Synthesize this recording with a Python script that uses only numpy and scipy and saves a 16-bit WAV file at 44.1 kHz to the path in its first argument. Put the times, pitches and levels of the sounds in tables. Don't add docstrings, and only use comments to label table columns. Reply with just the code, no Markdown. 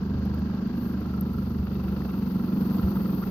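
import sys
import numpy as np
from scipy import signal
from scipy.fft import rfft, irfft
from scipy.io import wavfile
from scipy.ndimage import uniform_filter1d

SR = 44100
rng = np.random.default_rng(int(sys.argv[2]) if len(sys.argv) > 2 else 0)


def volts(x):
    e = np.asarray(x, float) / 20
    return 10 ** e


def file_out(sig):
    cols = np.atleast_2d(sig).T
    lim = np.clip(cols, -1, 1)
    pcm = np.round(lim * 32767).astype(np.int16)
    wavfile.write(sys.argv[1], SR, pcm)


N = 145530

# (time [s], firing rate [Hz])
SPEED_HZ = [(0, 24.8), (0.14, 25.0), (0.45, 25.1), (0.66, 25.2), (0.84, 25.0), (1.0, 24.8), (1.39, 24.4),
            (1.58, 24.2), (2.17, 23.2), (2.49, 23.0), (2.87, 23.1), (2.97, 22.8), (3.17, 22.4), (3.3, 22.1)]
# (time [s], exhaust level [dB], clatter level [dB])
PHONE_SWING = [(0, -31, -53.5), (.15, -27.5, -53), (.45, -29.5, -52.5), (.72, -28, -53), (1.05, -30.5, -53),
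               (1.2, -27.5, -53.5), (1.6, -29.5, -54.5), (1.95, -28, -51.5), (2.1, -30.5, -51.5),
               (2.2, -27, -53), (2.5, -26.5, -52), (2.62, -24, -50.5), (2.85, -25, -49), (3.1, -26, -50.5),
               (3.3, -30, -51)]
# (frequency [Hz], left-right correlation [0..1])
PORT_LIKENESS = [(60, .985), (300, .93), (430, .92), (600, .6), (1000, .8), (1400, .45), (2000, .1),
                 (16000, 0.05)]
# (frequency [Hz], left minus right [dB])
PORT_BALANCE = [(200, -3.5), (1000, 1), (1350, -3), (1900, 1.5), (2600, 8), (4700, 19), (9000, 13),
                (12500, 5.5)]
# (frequency [Hz], density [dB per Hz])
WATER_TONE = [(22, -37), (50, -22.5), (150, -19), (330, -18), (600, -33), (1000, -32.5), (1350, -37),
              (2000, -50)]
# (frequency [Hz], density [dB per Hz])
AIR_TONE = [(1180, -30.5), (2000, -5), (2310, -7), (2620, -3.5), (3870, -6.5), (4530, 0), (5440, -10.5),
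            (6130, -11), (9000, -38), (11700, -64.5), (19800, -120)]
# (frequency [Hz], density [dB per Hz])
FABRIC_TONE = [(5290, -62.5), (9000, -33.5), (10200, -21), (11700, -8.5), (12500, -1.5), (14000, -4),
               (15100, -1), (16200, -13)]
# (frequency [Hz], density [dB per Hz])
RUB_TONE = [(9800, -31.5), (10800, -15.5), (11700, -3), (12500, 3.5), (13500, -3), (14500, -4.5),
            (15800, -9.5), (16200, -15)]
# (start [s], length [s], level [dB])
RUBS = [
    (0.72, .25, -57),
    (1.28, .35, -66),
    (2.0, .5, -63),
    (2.5, .5, -55.5),
    (2.85, .6, -56),
]
# (time [s], peak [dB], centre [Hz])
FABRIC_TICKS = [(0.0643, -52, 13800), (0.2274, -53, 13600), (0.2538, -43, 13900), (0.3062, -53, 14200),
                (0.3461, -40, 14900), (0.3825, -51, 14000), (0.394, -40, 15000), (0.5531, -51, 12800),
                (0.6734, -44, 13100), (1.0066, -44, 13600), (1.0645, -44, 12600), (1.1383, -47, 12600),
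                (1.2106, -44, 15800), (1.2106, -26, 12400), (1.3428, -47, 14400), (1.3877, -45, 14200),
                (1.4147, -46, 14400), (1.4306, -41, 14200), (1.5404, -46, 14500), (1.7454, -45, 12900),
                (1.7913, -50, 12800), (1.8532, -47, 13300), (1.9225, -48, 11900), (2.0118, -50, 14400),
                (2.0537, -44, 12200), (2.1006, -41, 15700), (2.1904, -46, 12900), (2.3007, -42, 13600),
                (2.3201, -40, 12800), (2.4748, -46, 12900), (2.5182, -47, 13200), (2.5396, -43, 13300),
                (2.61, -37, 13400), (2.8409, -41, 15000), (2.9083, -40, 12200), (2.9547, -39, 13000),
                (3.035, -37, 12400), (3.1492, -32, 13000), (3.2171, -41, 12800), (3.262, -41, 12400)]
# (time [s], peak [dB], pitch [Hz])
BUCKLE_SNAPS = [
    (1.332, -66, 7500),
    (1.449, -62, 8600),
    (1.9934, -59, 7500),
    (2.625, -59, 8000),
    (2.7696, -54, 7400),
]
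# (time [s], peak [dB], pitch [Hz])
HULL_BUMPS = [
    (1.588, -24, 78),
    (2.836, -17, 76),
]
# (time [s], peak [dB], pitch [Hz])
KNOCKS_AND_TAPS = [(2.768, -36, 700), (2.018, -40, 1800), (2.622, -38, 1400), (1.6695, -37, 1350),
                   (1.9645, -44, 2690), (2.1052, -44, 3830), (2.107, -45, 2200), (1.67, -47, 2650),
                   (2.7813, -36, 990), (2.9554, -36, 960), (2.795, -33, 1300), (2.882, -36, 1300),
                   (2.969, -32, 1250), (3.057, -34, 1300), (3.06, -45, 2000), (3.132, -37, 1070),
                   (3.222, -37, 1150), (3.236, -32, 1350), (3.238, -41, 1900)]
# (time [s], level [dB])
CLOSING_LEVEL = [(0, -60), (.95, -59.5), (1.1, -80), (3.3, -80)]
# (place in cycle [turns], level [dB])
VALVE_CONTACTS = [
    (.225, 0),
    (.385, -9),
    (.70, -1),
    (.83, -6),
]
# (time [s], extra [dB])
LAST_CONTACT = [(0, -3), (1.0, 0), (2.5, -1), (2.75, 2), (3.3, 4)]
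# (frequency [Hz], width [Hz], left [dB], right [dB])
COWL_MODES = [(1058, 85, -6, -5), (1345, 55, -4, 3), (1560, 75, -12, -6), (2670, 80, -10, -20),
              (3820, 100, -15, -26), (424, 30, -6, -6), (1900, 250, -16, -12)]
# (time [s], extra [dB])
COWL_FACING = [(0, -5), (1.5, -4), (1.68, 4), (2.15, 3), (2.4, -3), (2.7, -3), (3.3, -2)]
# (time [s], extra [dB])
COWL_MAIN_RING = [(0, -2), (.85, -2), (1.05, 3.5), (1.45, 3), (1.7, 0), (2.5, 0), (2.8, -2), (3.3, -2)]
# (time [s], level [dB])
HULL_BOOM = [(0, -42), (.12, -34), (.3, -32), (.42, -33), (.55, -41), (.85, -43), (1.0, -36), (1.2, -34),
             (1.5, -33.5), (1.9, -36), (2.2, -39), (2.45, -48), (3.3, -46)]
# (frequency [Hz], width [Hz], level [dB])
EXHAUST_MODES = [(98.2, 7, -7), (124.5, 6.7, -3.5), (143.1, 7.1, -6), (190.25, 19.9, 8.5),
                 (213.2, 34.5, -3.5), (234.1, 19.8, 1.5), (283.2, 18, -17), (333, 36, -27), (415, 30, -24),
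                 (504, 34, -21)]
# (time [s], extra [dB])
UPPER_EXHAUST = [(0, 3), (.4, 4), (1.0, 1.5), (1.5, 3), (2.0, -4.5), (2.4, 4), (2.8, -2.5), (3.3, -4.5)]

VALVE_JITTER_S, VALVE_SCATTER_DB = .0006, 1.9


def rms_one(x):
    return x / np.sqrt(np.mean(x ** 2) + 1e-20)


def in_time(rows):
    s, *columns = np.transpose(rows)
    return [np.interp(np.arange(N) / SR, s, c) for c in columns]


def at_hz(points, hz):
    table_hz, value = np.transpose(points)
    return np.interp(np.log(hz), np.log(table_hz), value)


def drift(rate_hz):
    r = np.exp(-80 * np.pi * rate_hz / SR)
    slow = signal.lfilter([1], [1, -2 * r, r * r], rng.standard_normal(N // 40 + 2002))[2000:]
    return np.interp(np.arange(N) / 40, np.arange(len(slow)), rms_one(slow))


def resonate(x, hz, width_hz):
    r = np.exp(-np.pi * width_hz / SR)
    zeros = np.array([1, 0, -1]) * (1 - r * r) / 2
    poles = [1, -2 * r * np.cos(2 * np.pi * hz / SR), r * r]
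    return signal.lfilter(zeros, poles, x + 1e-18)


def clicks(s, gains):
    out = np.zeros(N + 1)
    np.add.at(out, np.clip((s * SR).astype(int), 0, N), gains * (s >= 0))
    return out[:N]


def fade(x, decay_s):
    return signal.lfilter([1], [1, -np.exp(-1 / (decay_s * SR))], x + 1e-18)


def cycle():
    return np.cumsum(in_time(SPEED_HZ)[0]) / SR / 2


def when(turns):
    return np.interp(turns, cycle(), np.arange(N) / SR, left=-1, right=2 * N / SR)


def hiss(spectrum, count, patchy_db, source=1):
    hz = np.maximum(np.arange(N // 2 + 1) * SR / N, 1)
    mid, side = rfft(rng.standard_normal((2, N)) * source)
    alike = np.clip(at_hz(PORT_LIKENESS, hz), 0, 1)
    pair = np.sqrt(1 + alike) * mid + np.sqrt(1 - alike) * side * [[1], [-1]]
    low_hz, high_hz = spectrum[0][0], spectrum[-1][0]
    tone_db = at_hz(spectrum, hz) + at_hz(PORT_BALANCE, hz) * [[0], [-1]]
    pair = pair * volts(tone_db) * (hz >= low_hz) * (hz < high_hz)
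    place = np.log(hz / low_hz) / np.log(high_hz / low_hz) * (count - 1)
    out = 0
    for k in range(count):
        band = irfft(pair * np.clip(1 - abs(place - k), 0, 1), N)
        out = out + volts(patchy_db * drift(14.0)) * band
    return out / np.sqrt(np.mean(out.mean(axis=0) ** 2))


def water_and_air(swing_db):
    throb = np.cos(4 * np.pi * (cycle() - .26))
    water = volts(-36.5 + swing_db + 1.8 * throb) * hiss(WATER_TONE, count=10, patchy_db=0.0)
    air = volts(-59 + 0.7 * swing_db + 1.5 * throb) * hiss(AIR_TONE, count=6, patchy_db=1.0)
    return water + air


def fabric_hiss():
    crackles_per_s, crackle_db = 90, -11
    grains = (rng.random(N) < crackles_per_s / SR) * volts(3.9 * np.minimum(rng.exponential(1, N), 3))
    crackle = 1 + volts(crackle_db) * 4 * fade(grains, 0.00093)
    level_db = -69.5 + 4.5 * np.arange(N) / SR
    return volts(level_db) * hiss(FABRIC_TONE, count=4, patchy_db=-1.0, source=crackle) * volts([[0], [-6]])


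def rubs():
    t = np.arange(N) / SR
    swell = 0
    for s, length_s, db in RUBS:
        swell = swell + volts(db) * np.sin(np.pi * np.clip((t - s) / length_s, 0, 1)) ** 1.2
    return swell * hiss(RUB_TONE, count=4, patchy_db=.6) * volts([[0], [-6]])


def right_port_hiss():
    return volts(-73) * rms_one(hiss(FABRIC_TONE, count=2, patchy_db=1.0)[0]) * [[0], [1]]


def fabric_ticks():
    edge_hz, decay_s, extra_db, size = 11200, .0007, 6.0, 600
    high = signal.butter(8, edge_hz, "high", fs=SR, output="sos")
    out = np.zeros((2, N))
    for s, db, hz in FABRIC_TICKS:
        burst = rng.standard_normal((2, size)) * np.exp(-np.arange(size) / SR / decay_s)
        burst = .4 * burst + 2 * resonate(burst, hz, 2500)
        burst = signal.sosfilt(high, signal.sosfilt(high, burst))
        burst = burst / abs(burst).max(axis=1, keepdims=True)
        i = int(s * SR) - 8
        out[:, i:i + size] += volts(db + extra_db) * burst * volts([[0], [-15]])
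    return out


def snaps():
    out = 0
    for s, db, hz in BUCKLE_SNAPS:
        click = clicks(np.array([s]), volts(db + 31))
        out = out + resonate(resonate(click, hz, 800), hz, 1600)
    return out * volts([[0], [-16]])


def knocks():
    out = np.zeros(N)
    for table, turns in ((HULL_BUMPS, .8), (KNOCKS_AND_TAPS, 1.6)):
        for s, db, hz in table:
            t = np.maximum(np.arange(N) / SR - s, 0) * hz / turns
            envelope = np.e * t * np.exp(-t) * (t < 12)
            out += volts(db) * envelope * np.sin(2 * np.pi * turns * t - 2)
    return out


def valve_closings():
    hz, width_hz = 1600, 90
    turns = np.add.outer(np.arange(42), (.42, .76, .91)).ravel()
    chance = rng.standard_normal((len(turns), 2))
    taps = clicks(when(turns) + VALVE_JITTER_S * chance[:, 0], volts(VALVE_SCATTER_DB * chance[:, 1]))
    ring = resonate(resonate(taps, hz, width_hz), hz, 4 * width_hz)
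    return volts(in_time(CLOSING_LEVEL)[0]) * rms_one(ring) * volts([[-3], [3]])


def valves():
    decay_s, rattle_gain, main_ring_hz = .004, .035, 1345
    turns, db = np.transpose([(c + turn, d) for c in range(42) for turn, d in VALVE_CONTACTS])
    chance = rng.standard_normal((len(db), 2 + len(COWL_MODES)))
    s = when(turns) + VALVE_JITTER_S * chance[:, 0]
    is_last = np.arange(len(db)) % len(VALVE_CONTACTS) == len(VALVE_CONTACTS) - 1
    db = db + np.interp(s, *np.transpose(LAST_CONTACT)) * is_last
    (facing_db,), (ringing_db,) = in_time(COWL_FACING), in_time(COWL_MAIN_RING)
    out = 0
    for j, (hz, width_hz, left_db, right_db) in enumerate(COWL_MODES):
        scatter_db = VALVE_SCATTER_DB * (chance[:, 1] + chance[:, 2 + j]) / np.sqrt(2)
        taps = clicks(s, volts(db + scatter_db))
        rattle = rattle_gain * rng.standard_normal((2, N)) * fade(taps, decay_s)
        pair = np.array([taps, np.roll(taps, j * j)]) + rattle
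        pair = resonate(resonate(pair, hz, width_hz), hz, 4 * width_hz)
        turned_db = facing_db * (hz > 2000) + ringing_db * (hz == main_ring_hz) - 4
        out = out + rms_one(pair) * volts([[left_db], [right_db]]) * volts(turned_db)
    return out


def hum():
    turn = 2 * np.pi * cycle()
    boom_db = in_time(HULL_BOOM)[0] + 1.2 * drift(4)
    rock_db = -48.5 + 0.92 * drift(0.3)
    return np.sqrt(2) * (volts(boom_db) * np.cos(6 * turn + 0.5) + volts(rock_db) * np.cos(4 * turn + 0.26))


def exhaust():
    firing_turn, second_late_turn, jitter_s = .125, .012, .0002
    scatter_db, mode_scatter_db, wander_db = .8, 1.0, 1.5
    gas_db, gas_decay_s, even_s = -40, .03, .17
    k = np.arange(90)
    chance = rng.standard_normal((90, 2 + len(EXHAUST_MODES)))
    s = when(firing_turn - .5 + k / 2 + second_late_turn * (k % 2)) + jitter_s * chance[:, 0]
    db = scatter_db * chance[:, 1]
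    gas = fade(clicks(s, volts(db)), gas_decay_s) * rng.standard_normal(N) * volts(gas_db)
    (upper_db,) = in_time(UPPER_EXHAUST)
    out = 0
    for j, (hz, width_hz, level_db) in enumerate(EXHAUST_MODES):
        pulses = clicks(s, volts(db + mode_scatter_db * chance[:, 2 + j])) + gas
        ring = resonate(resonate(pulses, hz, 1.5 * width_hz), hz, 1.5 * width_hz)
        mode_db = level_db + wander_db * drift(1.2) + upper_db * (205 < hz < 307.5)
        out = out + (-1) ** j * volts(mode_db) * rms_one(ring)
    return out / np.sqrt(uniform_filter1d(out ** 2, size=int(even_s * SR)) + 1e-9)


def scene():
    level_db, clatter_db = in_time(PHONE_SWING)
    centre = volts(level_db) * exhaust() + hum() + knocks()
    background = water_and_air(clatter_db - clatter_db.mean())
    clatter = volts(clatter_db) * valves()
    jacket = fabric_hiss() + rubs() + right_port_hiss() + fabric_ticks() + snaps()
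    return centre * volts([[-.25], [.25]]) + background + clatter + jacket + valve_closings()


def roll_off(x):
    return signal.sosfilt(signal.butter(12, 16410, fs=SR, output="sos"), x)


def record(dry):
    lag_samples, cutoff_hz = 5, 16350
    late_right = np.r_[np.zeros(lag_samples), dry[1, :-lag_samples]]
    low_pass = signal.cheby2(12, 55, cutoff_hz, fs=SR, output="sos")
    mix = signal.sosfilt(low_pass, np.array([dry[0], late_right]))
    return roll_off(mix)


dry = scene()
out = record(dry)
file_out(out)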